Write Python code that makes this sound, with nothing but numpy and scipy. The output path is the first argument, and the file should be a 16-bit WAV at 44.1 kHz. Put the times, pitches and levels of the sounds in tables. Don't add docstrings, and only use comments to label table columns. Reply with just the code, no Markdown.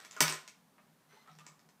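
import sys
import numpy as np
from scipy import signal
from scipy.fft import rfft, irfft
from scipy.io import wavfile

SR = 44100
rng = np.random.default_rng(int(sys.argv[2]) if len(sys.argv) > 2 else 0)


def transcribe(signal):
    frames = np.atleast_2d(signal).T
    limited = np.clip(frames, -1, 1)
    pcm = np.round(limited * 32767).astype(np.int16)
    wavfile.write(sys.argv[1], SR, pcm)


def elevation(decibels):
    levels = np.asarray(decibels, float)
    return 10 ** (levels / 20)


N = 79380

SHELL_MODES_HZ = [470, 660, 805, 917, 1037, 1268, 1498, 1830, 1930, 2276]
# level_db, t60_s
SHELL_DECAYS = [(-10, .04), (-11.5, .05), (-12, .04), (-21.5, 0.036), (-1.5, 0.064), (-5.5, 0.033),
                (-2.5, .06), (-4.5, 0.018), (-1.5, 0.027), (-3.5, 0.013)]


def unit(x):
    return x / np.sqrt(np.mean(x ** 2) + 1e-20)


def band(x, lo_hz, hi_hz=None):
    edge, kind = ([lo_hz, hi_hz], "band") if hi_hz else (lo_hz, "high")
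    return signal.sosfilt(signal.butter(2, edge, kind, fs=SR, output="sos"), x)


def ring(x, hz, t60_s):
    r = elevation(-60 / (t60_s * SR))
    w = 2 * np.pi * hz / SR
    return signal.lfilter([0, np.sin(w)], [1, -2 * r * np.cos(w), r * r], x + 1e-18)


def coloured(x, points):
    hz, db = np.transpose(points)
    f = np.maximum(np.arange(len(x) // 2 + 1) * SR / len(x), 1)
    gain = elevation(np.interp(np.log(f), np.log(hz), db))
    return unit(irfft(rfft(x) * gain, len(x)))


def drift(rate_hz):
    r = np.exp(-2 * np.pi * rate_hz / SR)
    wander = signal.lfilter([1], [1, -2 * r, r * r], rng.standard_normal(N + 8000))
    return unit(wander[8000:])


def add(out, start_s, x):
    i = int(start_s * SR)
    out[i:i + len(x)] += x[:N - i]


def contact():
    contact_s = .0024
    t = np.arange(512) / SR
    shape = t * np.exp(-t / (contact_s / 2))
    x = rng.standard_normal(len(t))
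    for _ in range(3):
        spectrum = rfft(x * shape)
        x = irfft(spectrum / np.abs(spectrum))
    return np.pad(x, (0, 6000 - len(t)))


def hush():
    rumble_db, hush_db = -100, -69
    # hz, level_db_per_hz
    hush_colour = [(70, -26.5), (110, -9.5), (160, 1), (230, 0.5), (330, -10.5), (1050, -9.5),
                   (2500, -20.5), (16000, -24.5)]
    rumble = elevation(rumble_db) * unit(band(rng.standard_normal(N), 15., 52.0))
    return rumble + elevation(hush_db) * coloured(rng.standard_normal(N), hush_colour)


def room(x):
    t60_s, high_t60_s, tail_start_s, tail_db = 0.34, 0.25, .006, -4.5
    first_echo_s, first_echo_db = .0072, -6
    # delay_s, level_db
    echoes = [(.0145, -8.5), (.0205, -11), (.028, -18.5)]
    t = np.arange(SR) / SR
    noise = rng.standard_normal(SR)
    high = band(noise, 3600.0)
    tail = (noise - high) * elevation(-60 * t / t60_s) + high * elevation(-60 * t / high_t60_s)
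    tail = tail * np.clip((t - tail_start_s) / 0.0023, 0, 1)
    tail = elevation(tail_db) * band(tail / np.sqrt(np.sum(tail ** 2)), 450.)
    for delay_s, db in echoes + [(first_echo_s, first_echo_db)]:
        add(tail, delay_s, elevation(db) * contact())
    return x + signal.fftconvolve(x, tail)[:N]


def table():
    swell_s, hollow_hz, hollow_t60_s = .012, 380, 0.28
    # start_s, level_db, hollow_share_db
    thumps = [
        (0.208, -36, -26),
        (0.286, -50, 4.5),
        (0.852, -69.5, -8),
        (1.055, -66, -32),
        (1.291, -57.5, -26),
        (1.349, -60, -25),
        (1.401, -61.5, -22),
        (1.485, -60, -23.5),
        (1.638, -64.5, -7),
    ]
    # hz, level_db, t60_s
    table_modes = [(156.9, 7, 0.27), (208, -26.5, 0.07)]
    push, hollow = np.zeros((2, N))
    for start_s, db, share_db in thumps:
        i = int(start_s * SR)
        push[i] = elevation(db)
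        hollow[i] = elevation(db + share_db)
    boom = np.zeros(N)
    for hz, db, t60_s in table_modes:
        swell = ring(push, hz, swell_s * 7) * 2 / (SR * swell_s)
        boom += elevation(db) * ring(swell, hz, t60_s)
    hollow_swell = ring(hollow, hollow_hz, 0.064) / 200.0
    return boom + ring(hollow_swell, hollow_hz, hollow_t60_s)


def rubbing():
    grains_per_s, grain_spread_db = 2500, 2.2
    # time_s, level_db
    rub_level = [(0, -53), (.1, -62.5), (.14, -52.5), (.16, -52.5), (.17, -51), (.198, -57.5), (0.214, -36),
                 (0.301, -37), (.4, -67.5), (0.552, -82), (1.062, -77), (1.131, -62), (1.221, -67),
                 (1.245, -73.5), (1.3, -71.5), (1.45, -67.5), (1.551, -82), (1.8, -86)]
    # hz, level_db_per_hz
    rub_colour = [(300, -18.5), (460, -11), (900, -1.5), (1500, 0.5), (2300, -3.5), (4000, -5),
                  (6200, -14.5), (14000, -20.5)]
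    time_s, db = np.transpose(rub_level)
    grains = (rng.random(N) < grains_per_s / SR) * rng.standard_normal(N)
    grains = grains * elevation(grain_spread_db * np.minimum(rng.exponential(1, N), 3))
    modes = np.zeros(N)
    for hz, (mode_db, t60_s) in zip(SHELL_MODES_HZ, SHELL_DECAYS):
        modes += elevation(mode_db) * ring(grains, hz, t60_s) / np.sqrt(t60_s)
    mix = coloured(grains, rub_colour) + 0.15 * unit(modes)
    return elevation(np.interp(np.arange(N) / SR, time_s, db) + 1.5 * drift(30)) * mix


def squeak():
    start_s, end_s, pitch_hz, level_db, wobble = 1.085, 1.235, 2055, -81.5, 0.0085
    # multiple, level_db
    partials = [(1, 0), (2, 2), (2.6, -6), (2.9, -5), (2.96, -4), (3.04, -4), (4, -9)]
    t = np.arange(N) / SR
    phase = 2 * np.pi * np.cumsum(pitch_hz * (1 + wobble * drift(150))) / SR
    on = np.clip(np.minimum(t - start_s, end_s - t) / 0.009, 0, 1)
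    return on * sum(elevation(level_db + db + 5.3 * drift(40)) * np.sin(k * phase) for k, db in partials)


def skid():
    start_s, end_s, from_hz, to_hz = .166, .205, 1650, 1120
    level_db, rough_db, wobble = -46.5, 5, .05
    t = np.arange(N) / SR
    along = np.clip((t - start_s) / (end_s - start_s), 0, 1)
    hz = (from_hz + (to_hz - from_hz) * along ** .7) * (1 + wobble * drift(200))
    fade = np.clip(8.7 * np.minimum(along, 1 - along), 0, 1)
    tone = np.sin(2 * np.pi * np.cumsum(hz) / SR)
    return elevation(level_db + rough_db * drift(130)) * fade * tone


def taps():
    ring_cycles = 22
    # start_s, peak_db, ring_hz, ring_share_db
    touches = [(0.7805, -38.5, 1230, -4), (0.783, -50.5, 602, 2), (0.873, -61, 2260, 3),
               (1.01, -61, 1900, 6.5), (1.122, -44.5, 1487, -2), (1.13, -54, 453, 10),
               (1.167, -55, 880, 15), (1.259, -45.5, 1180, 3), (1.278, -49, 1270, 14.5),
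               (1.29, -50.5, 770, 10), (1.387, -42, 2634, 6), (1.39, -47, 3370, 1), (1.403, -45.5, 1230, 7),
               (1.44, -53, 1260, 13), (1.488, -53, 1200, 14), (1.65, -54, 740, 2.5)]
    out = np.zeros(N)
    for start_s, db, hz, ring_db in touches:
        crumble = sum(elevation(-2.5 * k) * np.roll(contact(), 170 * k) for k in range(6))
        tone = 0.17 * elevation(ring_db) * ring(crumble, hz, ring_cycles / hz)
        knock = 2.5 * band(band(crumble, 550., 2370.0), 450., 3400.)
        add(out, start_s, elevation(db) * (tone + knock))
    return out


def ticks():
    crack_db, shell_db, treble_per_db, ring_t60_s = -1.5, -17, 0.4465, .0035
    rattle_db, rattle_per_s, rattle_t60_s = -14, 1800, .11
    # start_s, peak_db, ring_hz, body_share_db, ring_share_db
    hits = [(0.002, -47.5, 8200, 4, 5), (0.0483, -38, 6300, -4.5, -25), (0.1101, -42.5, 7170, -10, 12),
            (0.1645, -36.5, 2766, 4.5, 0.5), (0.205, -6, 6370, -4, 3), (0.2793, -19.5, 5600, -14, 3.5),
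            (0.2964, -38, 8340, 5.5, 21), (0.3237, -27.5, 8330, -2, 6), (0.3324, -34, 13000, 7, 1),
            (0.4768, -36.5, 6630, -9.5, -10), (1.275, -55, 4000, 12, 8.5), (1.2964, -59.5, 3820, -28, 12),
            (1.3138, -57.5, 5670, -20, 10.5), (1.3518, -58.5, 5800, -15, 7), (1.3867, -44.5, 5940, -4, -30),
            (1.4648, -41, 7600, -4.5, 6), (1.5923, -54, 5380, 1, 3.5), (1.6886, -53.5, 5460, 0, -9)]
    # hz, level_db_per_hz
    crack_colour = [(400, -21), (1000, -16), (2300, 1), (4000, -7), (6000, -1.5), (8300, -3.5),
                    (9500, -12.5), (15500, -13.5)]
    out, t = np.zeros(N), np.arange(6000) / SR
    for start_s, db, ring_hz, body_db, ring_db in hits:
        jolts = contact()
        rattle = (rng.random(len(t)) < rattle_per_s / SR) * rng.standard_normal(len(t))
        jolts = jolts + rattle * elevation(rattle_db - 60 * t / rattle_t60_s)
        crack = coloured(jolts, crack_colour) * np.sqrt(np.sum(jolts ** 2) / len(t))
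        crack = crack + (elevation(treble_per_db * (db + 14.5)) - 1) * band(crack, 6000.0)
        modes = np.zeros(len(t))
        for hz, (mode_db, t60_s) in zip(SHELL_MODES_HZ, SHELL_DECAYS):
            modes += elevation(mode_db + body_db + rng.normal(0, 1.4)) * ring(jolts, hz, t60_s)
        bright = 0.42 * elevation(ring_db) * ring(jolts, ring_hz, ring_t60_s)
        add(out, start_s, elevation(db) * (bright + 3.64 * elevation(crack_db) * crack + elevation(shell_db) * modes))
    return out


def scene():
    tyre = skid()
    on_table = ticks() + taps() + 0.51 * rubbing() + squeak() + .3 * tyre
    return (room(on_table) + 0.49 * tyre + table())[None]


def band_limit(x):
    return signal.sosfilt(signal.butter(12, 16620, fs=SR, output="sos"), x)


def record(dry):
    limit, low_hz, top_hz = .6, 123, 16300
    x = limit * np.tanh(dry / limit)
    for _ in range(3):
        x = band(x, low_hz)
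    x = x + hush()
    x = signal.sosfilt(signal.cheby2(12, 60, top_hz, fs=SR, output="sos"), x)
    return band_limit(x)


dry = scene()
out = record(dry)
transcribe(out)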